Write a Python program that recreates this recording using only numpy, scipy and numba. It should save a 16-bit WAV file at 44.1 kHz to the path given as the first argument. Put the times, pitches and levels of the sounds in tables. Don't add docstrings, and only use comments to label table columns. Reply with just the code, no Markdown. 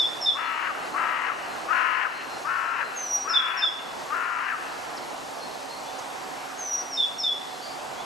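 import sys
import numpy as np
from scipy import signal
from scipy.fft import rfft, irfft, next_fast_len
from scipy.io import wavfile
from scipy.ndimage import uniform_filter1d, map_coordinates
from numba import njit

SR = 44100
rng = np.random.default_rng(int(sys.argv[2]) if len(sys.argv) > 2 else 0)


def dump_mix(stems):
    frames = np.atleast_2d(stems).T
    limited = np.clip(frames, -1, 1)
    pcm = np.round(limited * 32767).astype(np.int16)
    wavfile.write(sys.argv[1], SR, pcm)


N = 355001

# time_s, level_db
TRAFFIC_RIDE = [(0, -37.5), (.6, -36.5), (1.15, -34.5), (1.7, -35.5), (2.3, -36), (3.7, -37.5),
                (6.3, -38.5), (7.1, -38.5), (8.05, -37.5)]
# frequency_hz, gain_db
TRAFFIC_EQ = [(15, -63), (25, -23), (102, -20), (131, -16.5), (198, -14.5), (264, -9.5), (305, -11),
              (360, -8), (591, -5), (758, -0.5), (823, -2), (1170, -6), (2970, -17.5), (3500, -28.5),
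              (4550, -49), (7700, -120)]
# time_s, gain_db
TYRE_RIDE = [(0, 0), (2.5, -0.5), (4.8, 0.5), (5.6, -3), (6.5, 2), (7.1, -1), (8.05, -3)]
# frequency_hz, gain_db
HISS_EQ = [(1200, -31), (2600, 2.5), (4200, 4), (6000, 1), (8500, -2), (11500, -1.5), (12500, -19)]
# frequency_hz, correlation
BED_LIKENESS = [(60, .05), (280, 0.13), (600, 0.23), (1300, 0.33), (2700, 0.067), (4500, 1), (8000, 1)]
# frequency_hz, left_over_right_db
BED_PAN = [(60, -2.5), (130, -8.5), (280, -4.5), (590, -3), (1280, 0), (2740, 0.5), (5890, 0), (12600, 0)]
# pitch_hz, level_db, loudest_at_s, fade_to_half_s
HUM_TONES = [(138, -70, 6.9, 4.4), (321.7, -54, 1.2, 1.1), (269.6, -57.5, 6.8, 3.8), (754, -47, 6.6, 1.8)]
# frequency_hz, t60_s
GARDEN_DECAY = [(300, 0.36), (1300, 0.91), (2700, 0.83), (3500, 0.65), (6000, 0.83), (11000, 0.38)]

# start_s, length_s, level_db, swell_db, crest_share, swell_width_share
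SLUR_NOTES = [(2.949, .23, -18, 14, .87, .16), (6.568, .28, -25.5, 9, .64, .33)]
# start_s, high_db, low_db, low_length_s, pitch_ratio
COUPLET_NOTES = [(-.069, -26, -17, 0.078, 1), (0.204, -25, -16.5, 0.078, .998),
                 (3.283, -23.5, -14, 0.1, 0.99), (3.566, -23.5, -14, .077, 0.99),
                 (6.917, -28, -18, 0.1, 1.008), (7.179, -24.5, -19, 0.11, 1)]
# start_hz, settled_hz, glide_s
SLUR_GLIDE = (6670, 5780, 0.19)
HIGH_GLIDE, LOW_GLIDE = (5790, 5022, .075), (3770, 3405, .078)
# start_s, end_s, pitch_hz, level_db
TWITTER_RUN = (.3, 3.2, 4150, -48.5)

# start_s, length_s, level_db, pitch_hz, flutter_hz, roughness_share, mouth_hz,
# upper_resonances_db, brightening_db, climax_share, left_over_right_db
CAW_CUES = [(.34, 0.38, -24.8, 312.4, 57, 0.09, 1780, 0, -5, 0.79, 9.5),
            (0.929, 0.4, -22.5, 312.5, 56, 0.15, 1730, -.5, 7, 0.76, 10.5),
            (1.675, 0.4, -19.7, 337.9, 52, 0.16, 1760, -1.5, 1.5, .83, 12),
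            (2.438, 0.41, -23.3, 343.1, 55.5, 0.14, 1590, -4.7, 3, .86, 9),
            (3.244, .42, -24.3, 337.4, 52, 0.16, 1690, -4, 7, .81, 9.5),
            (4.089, .472, -24.7, 334.3, 53, .15, 1850, -5, 3, 0.77, 9)]
# length_share, pitch_ratio, pulsing_depth, strain_ratio, beak_opening_db
CAW_SHAPE = [(0, .79, 0.75, .1, -30), (.06, .88, 0.33, 0.22, -8), (.13, 1.02, 0.35, .8, -5),
             (.23, 1.035, 0, .85, -1), (.66, .968, 0.3, 1, 1), (.8, 1.11, 0, 3.4, 4.5),
             (.9, 1.26, 0.4, 1.6, 0.5), (.95, 1, 0.45, .3, -14), (1, .87, 0.8, 0.11, -17)]
SHAPE_CLIMAX = .8
# centre_hz, width_hz, gain_db
THROAT_MODES = [(1014, 257, -5.5), (1900, 165, -6.5), (2723, 260, -15.5)]
# frequency_hz, gain_db
BEAK_EQ = [(250, -30), (550, -13), (950, 2), (2000, -2), (2280, 2), (2600, 5), (2950, -2), (3500, -15),
           (5000, -12.5), (9000, -21)]
CAW_ATTACK_S, CAW_ATTACK_DB = .019, 16.5
CAW_SAG_DB_PER_S, CAW_RELEASE_S, CAW_RELEASE_DB = 1.5, .017, 9

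# start_s, pitch_hz, rise_hz, level_db
CHIRP_CUES = [(.43, 4160, -150, -42), (2.125, 4160, 70, -41), (2.275, 4200, 98, -44),
              (2.825, 4100, -130, -44), (5.4, 4290, 127, -40.5), (5.69, 4230, 98, -41),
              (5.845, 3500, 380, -46), (7.605, 4640, 180, -38.5), (7.61, 4260, 98, -46.5),
              (7.96, 3400, 400, -44.5)]
CHIRP_S, CHIRP_ARCH_HZ = .0837, 69.4
# start_s, length_s, level_db
TICK_CUES = [(2.404, .04, -48), (5.979, 0.028, -43)]
# frequency_hz, gain_db
TICK_EQ = [(2500, -40), (4000, -11), (6600, 6), (8000, -33)]
# start_s, length_s, pitch_hz, rise_hz, level_db
CHIP_CUE = (4.967, .02, 4775, -2250, -36)


def amp(db):
    return 10 ** (np.asarray(db) / 20)


def unit(x):
    return x / np.sqrt(np.mean(x ** 2) + 1e-20)


def along(points, hz):
    f, v = np.transpose(points)
    return np.interp(np.log(hz + 1), np.log(f + 1), v)


def curves(rows, at):
    places, *columns = np.transpose(rows)
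    return [np.interp(at, places, column) for column in columns]


def wobble(rate, n):
    knots = rng.standard_normal(int(n * rate / SR) + 4)
    return map_coordinates(knots, [np.arange(n) * rate / SR], order=3)


def filtered(x, response):
    n = x.shape[-1]
    padded = next_fast_len(n + SR // 8)
    return irfft(rfft(x, padded) * response(np.fft.rfftfreq(padded, 1 / SR)), padded)[..., :n]


def pan(db):
    gains = np.array([amp(db / 2), amp(-db / 2)]).reshape(2, -1)
    return gains / gains.mean(0)


def add(out, start_s, x):
    i = round(start_s * SR)
    x = x[:, max(-i, 0):N - i]
    out[:, max(i, 0):max(i, 0) + x.shape[1]] += x


def noise_bed(eq, patchy_db):
    bins = signal.stft(rng.standard_normal((2, N)), nperseg=1024)[2]
    patches = uniform_filter1d(rng.standard_normal(bins.shape[1:]), size=7, axis=0)
    patches = uniform_filter1d(patches, size=10, axis=1)
    noise = signal.istft(bins * amp(patchy_db * unit(patches)), nperseg=1024)[1][:, :N]
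    width = lambda f: np.arccos(np.clip(along(BED_LIKENESS, f), -1, 1)) / 2
    mid, side = filtered(noise, lambda f: amp(along(eq, f)) * [np.cos(width(f)), np.sin(width(f))])
    return filtered(np.array([mid + side, mid - side]), lambda f: pan(along(BED_PAN, f))) / np.std(mid)


def traffic():
    t = np.arange(N) / SR
    road = noise_bed(TRAFFIC_EQ, patchy_db=1.0)
    tyres = filtered(road, lambda f: along([(900, .058), (1500, .87)], f))
    road = road + (amp(curves(TYRE_RIDE, t)[0]) - 1) * tyres
    return amp(curves(TRAFFIC_RIDE, t)[0] + .37 * wobble(5.8, N)) * road


def hiss(level_db=-45):
    return amp(level_db) * noise_bed(HISS_EQ, patchy_db=1.2)


def machine_hum():
    t = np.arange(N) / SR
    hum = np.zeros(N)
    for hz, db, crest_s, fade_s in HUM_TONES:
        phase = 2 * np.pi * np.cumsum(hz * (1 + .007 * wobble(16, N))) / SR
        hum += unit(np.sin(phase)) * amp(db + 2.5 * wobble(16, N)) / (1 + ((t - crest_s) / fade_s) ** 2)
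    return hum * pan(-20)


def outdoors(x, pan_db, near_db, near_t60, far_db, spread):
    hz, t, bins = signal.stft(rng.standard_normal((2, SR * 3 // 4)), SR, nperseg=256)
    tail = signal.istft(bins * amp(-60 * t / along(GARDEN_DECAY, hz)[:, None]), SR, nperseg=256)[1]
    t = np.arange(tail.shape[1]) / SR
    tail *= 1 - np.exp(-t / .026)
    scatter = rng.standard_normal(tail.shape) * amp(-60 * t / near_t60) * (t > .004)
    widen = lambda r: np.array([r[0] + spread * r[1], r[0] - spread * r[1]]) / np.linalg.norm(r[0])
    paths = amp(near_db) * widen(scatter)
    paths[:, 0] += 1
    paths = paths * pan(pan_db) + amp(far_db) * widen(tail) * pan(pan_db / 2)
    heard = signal.fftconvolve(x[None], paths, axes=1)
    return heard * np.linalg.norm(x) / np.linalg.norm(heard.mean(0))


def whistle(glide, length_s, db, swell_db, crest, width, hook_hz=0, hook_s=.006, octave_db=-40):
    start_hz, settled_hz, glide_s = glide
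    t = np.arange(int(length_s * SR)) / SR
    fall_hz = (start_hz - settled_hz) * np.maximum(1 - t / glide_s, 0) ** 2
    offset_hz = fall_hz - hook_hz * np.exp(-t / hook_s)
    hz = settled_hz + offset_hz * (1 + .05 * wobble(336, len(t)))
    swell = amp(swell_db * (np.exp(-((t / length_s - crest) / width) ** 2) - 1))
    phase = 2 * np.pi * np.cumsum(hz) / SR
    tone = unit(np.sin(phase) + amp(octave_db) * np.sin(2 * phase))
    return amp(db) * swell * signal.windows.tukey(len(t), .25) * tone


def songbird(high_length_s=.063, low_delay_s=.05):
    out = np.zeros((2, N))
    for start_s, *note in SLUR_NOTES:
        slur = whistle(SLUR_GLIDE, *note, octave_db=-30)
        add(out, start_s, outdoors(slur, 0, near_db=-2, near_t60=.27, far_db=-16, spread=.055))
    for start_s, high_db, low_db, low_length_s, ratio in COUPLET_NOTES:
        tuning = np.array([ratio, ratio, 1])
        high = whistle(HIGH_GLIDE * tuning, high_length_s, high_db, swell_db=9, crest=.43, width=.36)
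        low = whistle(LOW_GLIDE * tuning, low_length_s, low_db,
                      swell_db=7, crest=.33, width=.36, hook_hz=209)
        add(out, start_s, outdoors(high, 0, near_db=1.5, near_t60=.33, far_db=-12.5, spread=.07))
        add(out, start_s + low_delay_s,
            outdoors(low, 0, near_db=-4, near_t60=.25, far_db=-12.5, spread=.65))
    return out


def peep(length_s, pitch_hz, rise_hz, db):
    n = int(length_s * SR)
    sweep = np.linspace(-1, 1, n)
    hz = pitch_hz + rise_hz * sweep / 2 + CHIRP_ARCH_HZ * (.5 - 2 * sweep ** 2)
    hz *= 1 + .0077 * wobble(112, n)
    return amp(db) * np.sin(2 * np.pi * np.cumsum(hz) / SR) * signal.windows.tukey(n, .6)


def twitter(count=20, scatter_hz=70):
    start_s, end_s, pitch_hz, db = TWITTER_RUN
    song = np.zeros((1, N))
    for k, (late, high, rise) in enumerate(rng.standard_normal((count, 3))):
        note = peep(CHIRP_S, pitch_hz + scatter_hz * high, 2 * scatter_hz * rise, db)
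        add(song, start_s + (end_s - start_s) * (k + .3 * late) / count, note[None])
    return outdoors(song[0], 0, near_db=0, near_t60=.25, far_db=2, spread=.1)[:, :N]


@njit
def resonate(x, hz, width_hz):
    y, ring = np.zeros(len(x)), 0j
    for i in range(len(x)):
        ring = ring * np.exp((-np.pi * width_hz + 2j * np.pi * hz[i]) / SR) + x[i]
        y[i] = ring.real * 2 * np.pi * width_hz / SR
    return y


def caw(length_s, db, pitch_hz, flutter_hz, rough, mouth_hz, upper_db, brighten_db, climax,
        throat_width_hz=400., mouth_width_hz=220, mouth_db=-10):
    n = int(length_s * SR)
    t = np.arange(n) / SR
    progress = np.interp(t / length_s, [0, .5, np.clip(climax, .6, .95), 1], [0, .5, SHAPE_CLIMAX, 1])
    bend, pulsing, strain, open_db = curves(CAW_SHAPE, progress)
    open_db += brighten_db * (t / length_s - .5)
    flutter = 2 * np.pi * np.cumsum(flutter_hz * (1 + .07 * wobble(30, n))) / SR
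    slide = -np.sin(flutter) + .4 * np.sin(2 * flutter)
    unsteady = np.minimum(strain, 1) * .078 * slide + .013 * strain * wobble(300, n)
    cycles = np.cumsum(pitch_hz * bend * (1 + unsteady)) / SR
    pulses = np.diff(np.floor(cycles), prepend=0) * amp(1.2 * wobble(298.8, n))
    rasp = rng.standard_normal(n) * np.exp(-3 * (cycles % 1))
    rasp_share = np.clip(rough * strain, 0, 1)
    syrinx = np.sqrt(1 - rasp_share) * unit(pulses) + np.sqrt(rasp_share) * unit(rasp)
    throat_hz = 4 * pitch_hz * bend
    core = resonate(resonate(syrinx, throat_hz, throat_width_hz), throat_hz, throat_width_hz)
    modes = [*THROAT_MODES, (mouth_hz, mouth_width_hz, mouth_db)]
    formants = lambda f: sum(amp(gain_db) * 1j * f * width / (hz * hz - f * f + 1j * f * width)
                             for hz, width, gain_db in modes)
    upper = amp(upper_db + open_db) * filtered(syrinx, formants)
    voice = filtered(core - upper, lambda f: amp(along(BEAK_EQ, f)))
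    voice /= np.sqrt(np.abs(uniform_filter1d(voice ** 2, size=SR // 40)) + 1e-12)
    voice = unit(voice * (1 + np.clip(pulsing, 0, 1) * np.cos(flutter)))
    attack_db = CAW_ATTACK_DB * np.exp(-t / CAW_ATTACK_S)
    release_db = CAW_RELEASE_DB * np.maximum(1 - (length_s - t) / CAW_RELEASE_S, 0)
    return voice * amp(db - attack_db - CAW_SAG_DB_PER_S * t - release_db) * signal.windows.tukey(n, .03)


def crow(echo_s=.18, echo_db=-15, echo_edge_hz=2200):
    out = np.zeros((2, N))
    for start_s, *voice, pan_db in CAW_CUES:
        call = caw(*voice)
        add(out, start_s, outdoors(call, pan_db, near_db=-6, near_t60=.027, far_db=-12, spread=1))
        echo = amp(echo_db) * filtered(call, lambda f: np.minimum((f / echo_edge_hz) ** 2, 2))
        add(out, start_s + echo_s,
            outdoors(echo, 1.6, near_db=-1.5, near_t60=.15, far_db=-7.5, spread=.33))
    return out


def far_chirps():
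    out = np.zeros((2, N))
    for start_s, *note in CHIRP_CUES:
        chirp = peep(CHIRP_S, *note)
        add(out, start_s, outdoors(chirp, 0, near_db=-5, near_t60=.2, far_db=-5, spread=.1))
    return out


def ticks():
    out = np.zeros((2, N))
    for start_s, length_s, db in TICK_CUES:
        n = int(length_s * SR)
        tick = unit(filtered(rng.standard_normal(n), lambda f: amp(along(TICK_EQ, f))))
        add(out, start_s, pan(0) * amp(db) * tick * np.hanning(n))
    return out


def close_chip():
    out = np.zeros((2, N))
    start_s, *note = CHIP_CUE
    add(out, start_s, outdoors(peep(*note), 0, near_db=-8, near_t60=.15, far_db=-14, spread=.1))
    return out


def gain_control(x, threshold_db=-33, squeeze=.51, fall_db_per_s=18, rise_db_per_s=19,
                 look_ahead_s=.069, hop=256):
    power = np.abs(uniform_filter1d((x ** 2).mean(0), size=4 * hop))[::hop]
    level_db = 10 * np.log10(power + 1e-12)
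    gain_db, step_s = [0], hop / SR
    for wanted_db in -squeeze * np.maximum(level_db - threshold_db, 0):
        lowest_db, highest_db = gain_db[-1] - fall_db_per_s * step_s, gain_db[-1] + rise_db_per_s * step_s
        gain_db.append(min(max(wanted_db, lowest_db), highest_db))
    return x * amp(np.interp(np.arange(N) / SR + look_ahead_s, np.arange(len(gain_db)) * step_s, gain_db))


def scene():
    birds = crow() + songbird() + twitter() + far_chirps() + close_chip()
    return birds + ticks() + traffic() + hiss() + machine_hum()


def record(dry, notch_hz=9950, notch_width_hz=520, notch_db=-22, top_hz=12150):
    notch = lambda f: amp(notch_db * np.exp(-np.abs(f - notch_hz) / notch_width_hz))
    return filtered(gain_control(dry), lambda f: notch(f) * (f < top_hz))


dry = scene()
out = record(dry)
dump_mix(out)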